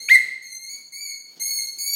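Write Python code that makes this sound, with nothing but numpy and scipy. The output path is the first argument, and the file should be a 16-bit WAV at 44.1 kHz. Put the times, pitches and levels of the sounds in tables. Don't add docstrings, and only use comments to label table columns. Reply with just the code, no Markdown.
import sys
import numpy as np
from scipy import signal
from scipy.fft import rfft, irfft, next_fast_len
from scipy.io import wavfile
from scipy.ndimage import uniform_filter1d, map_coordinates

SR = 44100
rng = np.random.default_rng(int(sys.argv[2]) if len(sys.argv) > 2 else 0)


def volts_from_decibels(level):
    exponent = np.asarray(level, float) / 20
    return 10 ** exponent


def dump(signal):
    limited = np.clip(np.atleast_2d(signal).T, -1, 1)
    pcm = np.round(limited * 32767).astype(np.int16)
    wavfile.write(sys.argv[1], SR, pcm)


N = 85995


def unit(x):
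    return x / np.sqrt(np.mean(x ** 2) + 1e-20)


def along(points, hz):
    f, v = np.transpose(points)
    return np.interp(np.log(hz + 1), np.log(f + 1), v)


def clock():
    return np.arange(N) / SR


def wobble(rate_hz):
    knots = rng.standard_normal(2400)
    return map_coordinates(knots, [np.arange(N) * rate_hz / SR])


def filtered(x, response):
    m = next_fast_len(N + 8192)
    return irfft(rfft(x, m) * response(np.fft.rfftfreq(m, 1 / SR)), m)[:N]


def noise(spectrum):
    return unit(filtered(rng.standard_normal(N), lambda hz: volts_from_decibels(along(spectrum, hz))))


def room(x):
    # frequency_hz, t60_s
    decay = [(300, 0.48), (2000, 0.65), (4500, 0.84), (9000, 0.57), (15000, 0.51)]
    wall_s = 0.006
    hz, t, z = signal.stft(rng.standard_normal(SR), SR, nperseg=256)
    fade = volts_from_decibels(-60 * t / along(decay, hz)[:, None])
    tail = signal.istft(z * fade, SR, nperseg=256)[1]
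    delayed = np.pad(x, (round(wall_s * SR), 0))
    return signal.fftconvolve(delayed, tail / np.linalg.norm(tail))[:N]


def whine(rows, bright_db, rasp, split_s, split_db):
    overtones = [-8, 0.5, 0, -9, -7.5, -11, -15]
    half_lines = [-42, -34.5, -15.5, -26, -36, -19]
    attack_s, droop_s, split_rise_s, rasp_s = 0.005, 0.03, 0.01744, 0.015
    droop_share, end_rasp = 0.085, 0.025
    start_s, pitch_hz, effort_db = np.transpose(rows)
    t = clock()
    after = np.clip((t - start_s[-1]) / droop_s, 0, 1)

    onset_rasp = rasp * np.exp(-np.abs(t - start_s[0]) / rasp_s)
    ragged = (onset_rasp + end_rasp * after) * wobble(500)
    waver = 0.006 * wobble(28)
    jitter = 0.0045 * wobble(260)
    hz = np.interp(t, start_s, pitch_hz) * (1 - droop_share * after + ragged + waver + jitter)
    turn = 2 * np.pi * np.cumsum(hz) / SR

    voice = 0
    for k, db in enumerate(overtones, start=1):
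        shimmer_db = 2.5 * wobble(70)
        voice = voice + volts_from_decibels(db + bright_db * (k - 2.5) + shimmer_db) * np.sin(k * turn)
    halves = 0
    for k, db in enumerate(half_lines):
        flicker = 0.38 + wobble(120)
        halves = halves + volts_from_decibels(db + split_db) * flicker * np.sin((k + 0.5) * turn)
    split = np.clip((t - split_s) / split_rise_s, 0, 1)
    breath = volts_from_decibels(-44) * noise([(1500, -23), (3000, -5), (16000, -10)])

    attack = np.clip((t - start_s[0]) / attack_s, 0, 1)
    effort = volts_from_decibels(np.interp(t, start_s, effort_db) - 36 * after)
    return effort * attack * (after < 1) * (voice + split * halves + breath)


def whines():
    # start_s, pitch_hz, effort_db
    contours = [
        [(0, 2076, -33), (.025, 2213, -37.5), (.07, 2159, -39), (.115, 2246, -34.5)],
        [(.42, 2145, -39.5), (.5, 2079, -45), (.53, 2090, -32.5), (.59, 2092, -46.5), (.65, 2149, -33),
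         (.68, 2193, -50), (.695, 2240, -36), (.735, 2249, -35.5)],
        [(.92, 2134, -35), (.945, 2252, -34), (1.0, 2315, -37), (1.05, 2273, -33), (1.07, 2195, -33),
         (1.09, 2198, -33), (1.11, 2151, -33.5)],
        [(1.395, 2154, -34.5), (1.415, 2138, -25), (1.45, 2203, -28), (1.52, 2182, -28), (1.56, 2176, -25.5),
         (1.585, 2144, -28.5), (1.605, 2129, -29)],
        [(1.782, 2191, -31.5), (1.815, 2235, -26.5), (1.88, 2259, -27.5), (1.95, 2284, -26.5)],
    ]
    bright = [-0.64, -1, -1, 1, 1]
    onset_rasps = [0.024, 0.011, 0.031, 0.037, 0.067]
    split_starts = [0.17, 0, 1.2, 1.42, 1.865]
    split_depths = [-42.5, -38, -34, -13.5, 2]
    calls = 0
    for settings in zip(contours, bright, onset_rasps, split_starts, split_depths):
        call = whine(*settings)
        calls = calls + volts_from_decibels(-4) * call + volts_from_decibels(-2) * room(call)
    return calls


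def yelp():
    # start_s, pitch_hz, effort_db, pinch_db (lifts the 4th overtone)
    contour = [
        (0.083, 1082, -45.5, -48.5),
        (.089, 1178, -13, -41.5),
        (0.091, 1383, -18, -53),
        (.101, 1874, -12.5, -36),
        (.116, 2093, -7.5, -47),
        (0.147, 2132, -8, -21.5),
        (.158, 1981, -6, -23.5),
        (0.175, 2003, -19.5, -48),
        (0.196, 1433, -37, -55.5),
    ]
    # frequency_hz, level_db
    rush = [(900, -23.5), (1500, -7), (2500, -11.5), (4200, -1), (5500, -11.5), (7400, -10.5), (11000, -1),
            (15500, -13.5)]
    pipe_hz, pipe_width_hz = 2135, 410
    s, *curves = np.transpose(contour)
    t = clock()
    pitch, effort_db, pinch_db = [np.interp(t, s, curve) for curve in curves]
    on = uniform_filter1d(((t > s[0]) & (t < s[-1])) * 1., size=150)
    turn = 2 * np.pi * np.cumsum(pitch) / SR
    release_s = np.maximum(t - s[6], 0)

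    def pipe(f):
        return 1 / (1 + ((f - pipe_hz) / pipe_width_hz) ** 2)

    rise = np.clip((t - s[1]) / (s[2] - s[1]), 0, 1)
    first = pipe(pitch) ** 1.5 * rise * np.sin(turn)
    second = volts_from_decibels(1.5 - 400 * release_s) * (0.03 + pipe(2 * pitch)) * np.sin(2 * turn)
    third = volts_from_decibels(-34) * np.sin(3 * turn)
    fourth = volts_from_decibels(pinch_db) * np.sin(4 * turn)
    fifth = volts_from_decibels(pinch_db - 14.5) * np.sin(5 * turn)
    tone = np.sqrt(2) * on * volts_from_decibels(effort_db) * (first + second + third + fourth + fifth)

    air_db = -32.5 + 0.46 * effort_db - 140 * release_s
    air = np.sqrt(2) * on * volts_from_decibels(air_db) * noise(rush) * (t > s[2])
    return tone + air + room(volts_from_decibels(-8.5) * tone + volts_from_decibels(-9.5) * air)


def wings():
    # start_s, level_db
    wing_beats = [(0.028, -62.5), (.23, -56), (.31, -58.5), (0.748, -63), (1.271, -69), (1.33, -64),
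                  (1.38, -69.5), (1.428, -63.5), (1.501, -65.5), (1.578, -60), (1.662, -61), (1.78, -67)]
    # frequency_hz, level_db
    feathers = [(120, -12), (200, -7.5), (400, -7), (800, -15.5), (2000, -21.5), (5000, -13),
                (15000, -44.5)]
    # frequency_hz, level_db
    swish = [(1000, -20), (3000, -7), (8000, -9), (15000, -1)]
    beat_s, leap_s, leap_end_s = 0.042, 1.24, 1.383
    t = clock()
    puffs = sum(volts_from_decibels(db) * np.exp(-((t - s) / beat_s) ** 2) for s, db in wing_beats)
    beats = puffs * volts_from_decibels(3.6 * wobble(44.48)) * noise(feathers)
    leap = np.sqrt(np.clip((t - leap_s) / (leap_end_s - leap_s), 0, 1)) * (t < leap_end_s)
    return beats + volts_from_decibels(1) * room(beats) + volts_from_decibels(-58.5) * leap * noise(swish)


def air_hum():
    # frequency_hz, level_db
    hum = [(24, -50), (40, -22), (70, -12), (173, 3), (837, -8.5), (1100, -10), (1290, -14.5), (1600, -14),
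           (2080, -39.5), (3520, -120)]
    swell_db = 0.89 * wobble(2.2)
    hiss = noise([(500, -28), (1500, 9.5), (16000, -15.5)])
    return volts_from_decibels(-70 + swell_db) * noise(hum) + volts_from_decibels(-75) * hiss


def masked(x):
    # frequency_hz, depth_db
    depth = [(800, 46), (1500, 36), (3000, 31), (5000, 27), (15000, 26)]
    reach_hz, soft_db = 2600, 1.2
    hz, _, z = signal.stft(x, SR, nperseg=1024)
    power = uniform_filter1d(np.abs(z) ** 2, size=3, axis=1) + 1e-20
    groups = power[:-1].reshape(-1, 8, power.shape[1])
    bands = np.repeat(groups.mean(axis=1), 8, axis=0)
    around = np.abs(uniform_filter1d(power, size=round(reach_hz * 1024 / SR), axis=0))[:-1] + 1e-20
    below_db = 10 * np.log10(np.abs(bands) / around + 1e-9)
    margin_db = np.clip(below_db + along(depth, hz[:-1, None]), -40, 40)
    keep = np.pad(1 / (1 + np.exp(-margin_db / soft_db)), ((0, 1), (0, 0)))
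    return signal.istft(z * keep, nperseg=1024)[1][:N]


def scene():
    return (yelp() + whines() + wings() + air_hum())[None]


def low_pass(x):
    return signal.sosfilt(signal.butter(12, 15980, fs=SR, output="sos"), x)


def record(dry):
    low_hz, top_hz = 114, 15800
    heard = filtered(dry[0], lambda hz: (hz < top_hz) / (1 + (low_hz / (hz + 1)) ** 4))
    return low_pass(masked(heard)[None])


dry = scene()
out = record(dry)
dump(out)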